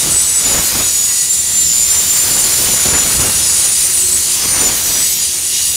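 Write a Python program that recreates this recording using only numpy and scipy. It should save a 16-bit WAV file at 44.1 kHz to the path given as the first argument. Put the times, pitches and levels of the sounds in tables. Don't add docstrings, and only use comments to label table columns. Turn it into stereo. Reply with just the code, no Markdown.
import sys
import numpy as np
from scipy import signal
from scipy.fft import rfft, irfft, next_fast_len
from scipy.io import wavfile
from scipy.ndimage import uniform_filter1d, minimum_filter1d, map_coordinates

SR = 44100
rng = np.random.default_rng(int(sys.argv[2]) if len(sys.argv) > 2 else 0)


def wav_record(signal):
    frames = np.transpose(np.atleast_2d(signal))
    bounded = np.clip(frames, -1, 1)
    quanta = np.round(bounded * 32767).astype(np.int16)
    wavfile.write(sys.argv[1], SR, quanta)


N = 254016

# (passing time [s], share of the ringing [dB], roar level [dB], roar half length [s])
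BOGIES = [(0.049, -0.5, -30.5, 0.14), (.64, -2.5, -31, .35), (2.95, 1.5, -28, 0.85), (4.7, 1, -31, 0.31),
          (5.62, -0.5, -38.5, 0.09)]
# (start [s], end [s], level [dB])
ROAR_SWELLS = [(0.46, 0.618, -32.5), (0.77, 0.82, -33), (1.943, 2.6, -36), (2.912, 2.99, -23.5),
               (4.406, 4.642, -33), (4.88, 4.98, -35)]
# (frequency [Hz], level [dB])
ROAR_COLOUR = [(20, -24), (45, -4), (80, -1), (130, -0.5), (250, -1.5), (400, 0.5), (650, 0), (1100, 2),
               (1700, 1), (2600, 0), (5000, -33), (10000, -50)]
HISS_COLOUR = [(500, -55), (1300, -33), (1900, -11.5), (2600, -7.5), (3500, -3), (5000, -1.5), (6500, 1.5),
               (7600, -3), (9500, -3.5), (11000, -7.5), (13000, -18), (16000, -40)]
FIZZ_COLOUR = [(5000, -62), (9000, -30), (11500, 5), (13000, 7), (14500, 5.5), (16000, -1)]
# (time [s], level [dB])
HISS_LEVELS = [(0, -21), (0.15, -23), (0.4, -23.7), (0.46, -20.5), (0.76, -21.5), (0.92, -24), (1.38, -25),
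               (1.78, -23), (1.98, -21.7), (2.95, -19.5), (3.05, -21.5), (3.8, -20.5), (4.0, -24),
               (4.55, -21), (5.1, -20), (5.48, -26.5), (5.55, -19.5), (5.76, -24)]
FIZZ_LEVELS = [(0, -23.5), (0.35, -29), (0.46, -24), (0.74, -19), (0.82, -23.3), (1.35, -26.5),
               (2.05, -20.5), (2.65, -19), (2.95, -25), (3.15, -19.5), (3.4, -24), (3.85, -22.5),
               (4.35, -23.5), (4.93, -21), (5.13, -21), (5.22, -26.5), (5.5, -30), (5.66, -21.5)]
RING_LEVELS = [(0.0, -15), (0.85, -16.5), (1.7, -17.5), (2.0, -15.5), (2.9, -15.5), (3.7, -13), (4.15, -15),
               (5.05, -17.5), (5.4, -18), (5.76, -13.5)]
# (frequency [Hz], likeness [-1 to 1])
STEREO_LIKENESS = [(60, 0.68), (120, 0.98), (240, 0.082), (480, 0.002), (950, -0.11), (1900, 0.075),
                   (4000, -0.094), (15000, -0.039)]
# (frequency [Hz], lean [dB])
STEREO_LEAN = [(60, -.5), (240, 1), (480, 2.5), (950, 5), (1900, 5), (3800, 2), (7500, 1), (9500, -6),
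               (12000, -0.5), (15000, -4)]
# (pitch [Hz], half width [Hz], level [dB])
COMPRESSOR_HUMS = [(79.7, 15, -2.5), (170, 15, -13), (171, 270, -13.5)]
# (time [s], level [dB])
FAN_LEVELS = [(0, -53), (.3, -45), (1.1, -54), (1.8, -53), (2.6, -36.5), (3.6, -46.5), (4.1, -34.5),
              (4.8, -47), (5.4, -36.5), (5.76, -64)]
# (pitch [Hz], half width [Hz], level [dB], lean [dB])
WHEEL_NOTES = [(1918, 44, -18, 6), (2840, 44, -11, 5), (3886, 50, -8, 7), (4560, 124, -9.5, 7),
               (5000, 180, -11, 5), (5994, 110, -3.5, 6), (6988, 144, 1, 4), (8080, 147, 0, 13),
               (9187, 130, 1, -4), (10060, 315, -2.5, -4.5), (11120, 150, -9.5, -6), (13120, 120, -14, -4),
               (12900, 120, -25, 7), (14500, 130, -13.5, 4)]
# (start [s], end [s], pitch halfway [Hz], level [dB], lean [dB])
SQUEALS = [(0, 0.4, 9205, -23, -3), (0.12, 0.38, 7995, -13, 8), (0.3, 0.52, 11194, -23, -6),
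           (0.46, 0.57, 7003, -14.5, 1), (0.55, 0.78, 13667, -27, -13), (0.8, 0.96, 6914, -15, 2),
           (1.01, 1.22, 6884, -14, 5), (1.05, 1.36, 8309, -20, 11), (1.1, 1.65, 1958, -39, 4),
           (1.2, 2.0, 9382, -23, -1), (1.31, 1.6, 7217, -11, 10), (1.6, 2.2, 7198, -12.5, 4),
           (1.72, 1.81, 7076, -11, 1), (2.2, 2.85, 7140, -15, 2), (2.0, 2.8, 14996, -26.5, 8),
           (2.15, 2.23, 8266, -15.5, 11), (2.2, 2.8, 10390, -22, -7), (2.83, 3.0, 10225, -13.5, -8),
           (2.87, 3.0, 7060, -11.5, 0), (3.2, 3.7, 10060, -19.5, -8), (3.2, 3.55, 6962, -18.5, 5),
           (3.23, 3.3, 8107, -14.5, 5), (3.3, 3.8, 9015, -19, 0), (3.6, 3.85, 9190, -17, -2),
           (3.62, 3.98, 9381, -20, -2), (3.96, 4.16, 8083, -14, 10), (4.38, 4.65, 6040, -24, 4),
           (4.5, 4.62, 9138, -16, -1), (4.61, 4.68, 7023, -12.5, 2), (4.75, 5.16, 13600, -25, -8),
           (4.88, 5.03, 5892, -18, 1), (4.95, 5.12, 7985, -16, 8), (5.14, 5.23, 6915, -20, 8),
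           (5.22, 5.28, 4800, -27, 3), (5.53, 5.62, 2900, -32, 4)]
# (start [s], end [s], thump level [dB], flutter level [dB])
GUSTS = [(0.031, 0.121, -21.5, -27), (0.48, 0.615, -22.5, -20), (0.75, 0.82, -21.5, -20.5),
         (2.288, 2.46, -26, -25), (2.584, 2.77, -25.5, -27), (2.853, 3.0, -21, -21),
         (3.07, 3.097, -23, -29), (3.179, 3.2, -14.5, -23), (3.22, 3.292, -21, -21.5),
         (3.396, 3.432, -24.5, -28.5), (4.45, 4.548, -29, -29), (4.588, 4.704, -24, -19.5),
         (4.874, 4.972, -29.5, -27)]
# (frequency [Hz], level [dB])
THUMP_COLOUR = [(12, -22), (30, -1.5), (60, 1.5), (130, -2.5), (240, -6), (400, -14), (1000, -50)]
FLUTTER_COLOUR = [(80, -8), (220, -1), (350, -1), (550, -1), (1000, -6), (1800, -10.5), (3500, -9.5),
                  (8000, -52)]


def amp(db):
    return 10 ** (np.asarray(db) / 20)


def unit(x):
    return x / np.sqrt(np.mean(x ** 2) + 1e-20)


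def along(points, hz):
    freqs, values = np.transpose(points)
    return np.interp(np.log(hz + 1), np.log(freqs + 1), values)


def shape(colour):
    return lambda hz: amp(along(colour, hz))


def curve(rows):
    return np.interp(np.arange(N) / SR, *np.transpose(rows))


def wobble(rate, size=N):
    return map_coordinates(rng.standard_normal(int(size * rate / SR) + 4), [np.arange(size) * rate / SR])


def gate(t, start, end, rise_s, fall_s):
    return np.exp(np.minimum(0, np.minimum((t - start) / rise_s, (end - t) / fall_s)))


def filtered(x, response):
    size = next_fast_len(x.shape[-1] + SR // 4)
    hz = np.fft.rfftfreq(size, 1 / SR)
    return irfft(rfft(x, size) * response(hz), size)[..., :x.shape[-1]]


def pan(lean_db):
    gains = np.vstack([amp(lean_db / 2), amp(-lean_db / 2)])
    return gains / np.sqrt(np.mean(gains ** 2, axis=0))


def resonance(hz, centre_hz, width_hz):
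    return 1 / (1 + ((hz - centre_hz) / width_hz) ** 2) ** 2


def track_noise(colour, patchy_db):
    spectra = signal.stft(rng.standard_normal((2, N)), nperseg=512)[2]
    patches = uniform_filter1d(rng.standard_normal(spectra.shape[1:]), size=4, axis=0)
    patches = uniform_filter1d(patches, size=16, axis=1)
    noise = signal.istft(spectra * amp(patchy_db * unit(patches)), nperseg=512)[1][:, :N]
    angle = lambda hz: np.arccos(np.clip(along(STEREO_LIKENESS, hz), -1, 1)) / 2
    mid, side = filtered(noise, lambda hz: colour(hz) * [np.cos(angle(hz)), np.sin(angle(hz))])
    left_right = np.array([mid + side, mid - side])
    return unit(filtered(left_right, lambda hz: pan(along(STEREO_LEAN, hz))))


def rolling_roar(rub, far_db=-43):
    t = np.arange(N) / SR
    bogie_power = sum((amp(db) / (1 + ((t - passing) / reach) ** 2) ** 0.99) ** 2
                      for passing, _, db, reach in BOGIES)
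    swell_power = sum((amp(db) * gate(t, start, end, rise_s=0.03, fall_s=0.013)) ** 2
                      for start, end, db in ROAR_SWELLS)
    level = np.sqrt(bogie_power + swell_power + amp(far_db) ** 2)
    flicker = amp(4.5 + 1.44 * wobble(18) + 0.37 * rub)
    return level * flicker * track_noise(shape(ROAR_COLOUR), patchy_db=0.7)


def grinding(rub):
    hiss = amp(curve(HISS_LEVELS) + 6.5 + 0.53 * rub) * track_noise(shape(HISS_COLOUR), patchy_db=1.66)
    fizz = amp(curve(FIZZ_LEVELS) + 1 + 0.72 * rub) * track_noise(shape(FIZZ_COLOUR), patchy_db=1.0)
    return hiss + fizz


def machinery(fan_hz=361, fan_width_hz=16):
    drone = lambda hz: np.sqrt(sum(amp(db) ** 2 * resonance(hz, centre, width)
                                   for centre, width, db in COMPRESSOR_HUMS))
    blades = lambda hz: np.sqrt(resonance(hz, fan_hz, fan_width_hz))
    compressors = amp(-35 + 2.1 * wobble(3.15)) * track_noise(drone, patchy_db=0)
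    fan = amp(curve(FAN_LEVELS)) * track_noise(blades, patchy_db=1.5)
    return compressors + fan


def doppler(since_passing_s):
    return 1 - .03 * since_passing_s / np.hypot(since_passing_s, .62)


def wheel_ring(reach_s=0.7, lead_s=0.24, flicker_db=3.0):
    t = np.arange(N) / SR
    size = next_fast_len(N + SR // 2)
    hz = np.fft.rfftfreq(size, 1 / SR)
    notes = np.sqrt(sum((amp(db) * pan(lean)) ** 2 * resonance(hz, centre, width)
                        for centre, width, db, lean in WHEEL_NOTES))
    ring, power = np.zeros((2, N)), np.zeros(N)
    for passing, db, _, _ in BOGIES:
        steel = unit(irfft(rfft(rng.standard_normal((2, size))) * notes, size))
        position = np.cumsum(doppler(t - passing))
        sinking = np.array([map_coordinates(side, [position]) for side in steel])
        share = amp(db) / np.hypot(1, (t - passing + lead_s) / reach_s)
        ring += share * unit(amp(flicker_db * wobble(24))) * sinking
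        power += share ** 2
    return amp(curve(RING_LEVELS) + 2.5) * ring / np.sqrt(power)


def nearest_bogie(time_s):
    return min((row[0] for row in BOGIES), key=lambda passing: abs(passing - time_s))


def brief_squeals(count=30, level_db=-25, spread_db=2, longest_s=0.179):
    rows = []
    for when, note, length, strength in rng.random((count, 4)):
        hz, _, note_db, lean_db = WHEEL_NOTES[int(note * len(WHEEL_NOTES))]
        start = when * N / SR
        pitch = hz * doppler(start - nearest_bogie(start))
        db = level_db + note_db + spread_db * (2 * strength - 1)
        rows.append((start, start + length * longest_s, pitch, db, lean_db))
    return rows


def squeals(waver_hz=6, flicker_db=2.5, rasp=0.31, rasp_rate=260, build_s=.03, fade_s=.05):
    out = np.zeros((2, N))
    for start, end, hz, db, lean_db in SQUEALS + brief_squeals():
        span = np.arange(max(0, int((start - 4 * build_s) * SR)), min(N, int((end + 4 * fade_s) * SR)))
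        t, size = span / SR, len(span)
        halfway = (start + end) / 2
        passing = nearest_bogie(halfway)
        pitch = hz * doppler(t - passing) / doppler(halfway - passing) + waver_hz * wobble(39.46, size)
        tone = np.exp(2j * np.pi * np.cumsum(pitch) / SR)
        level = amp(db - 1.07 + flicker_db * wobble(33.6, size)) * gate(t, start, end, build_s, fade_s)
        for side, gain in enumerate(pan(lean_db)):
            paths = np.exp(1j * wobble(5.32, size))
            chatter = rasp * np.sqrt(hz / 8000) * (wobble(rasp_rate, size) + 1j * wobble(rasp_rate, size))
            out[side, span] += gain * level * unit((tone * (paths + chatter)).real)
    return out


def chimes(count=200, low_hz=4200, high_hz=14500, spread_db=6, attack_s=0.0091, ring_s=0.46):
    t = np.arange(SR // 2) / SR
    out = np.zeros((2, N + len(t)))
    envelope = (1 - np.exp(-t / attack_s)) * amp(-60 * t / ring_s)
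    for when, pitch, strength, place, path in rng.random((count, 5)):
        hz = low_hz * (high_hz / low_hz) ** pitch
        cycles = hz * np.cumsum(doppler(t)) / SR
        tone = np.sin(2 * np.pi * (cycles + np.array([[0], [path]])))
        gain = amp(-13 + spread_db * strength) * pan(along(STEREO_LEAN, hz) + 8 * (place - .5))
        start = int(when * N)
        out[:, start:start + len(t)] += gain * envelope * tone
    return amp(curve(HISS_LEVELS) + 10) * out[:, :N]


def wind_gusts(lumpy_db=3.5, shelter_db=-14, surge_db=2, calm_db=-46):
    t = np.arange(N) / SR
    gust_power = sum((amp([[thump_db], [flutter_db]]) * gate(t, start, end, 0.027, 0.03)) ** 2
                     for start, end, thump_db, flutter_db in GUSTS)
    thump_level, flutter_level = np.sqrt(amp(calm_db) ** 2 + gust_power)
    swirls = amp(lumpy_db * np.array([wobble(110), wobble(110)]))
    air = lambda colour: unit(filtered(swirls * rng.standard_normal((2, N)), shape(colour)))
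    thump = thump_level * amp(-0.7 + surge_db * wobble(22.09)) * air(THUMP_COLOUR)
    flutter = flutter_level * amp(2.5) * air(FLUTTER_COLOUR)
    return (thump + flutter) * amp([[0], [shelter_db]])


def scene():
    rub = wobble(21.8)
    train = rolling_roar(rub) + grinding(rub) + machinery() + wheel_ring() + squeals() + chimes()
    return train + wind_gusts()


def record(dry, ceiling=1.25, hold_s=0.008, drive_db=0.07, top_hz=15720):
    x = dry * amp(drive_db)
    needed_gain = np.minimum(1, ceiling / (np.abs(x).max(axis=0) + 1e-9))
    window = int(hold_s * SR)
    gain = uniform_filter1d(minimum_filter1d(needed_gain, window), window)
    return filtered(np.clip(x * gain, -1, 1), lambda hz: hz < top_hz)


dry = scene()
out = record(dry)
wav_record(out)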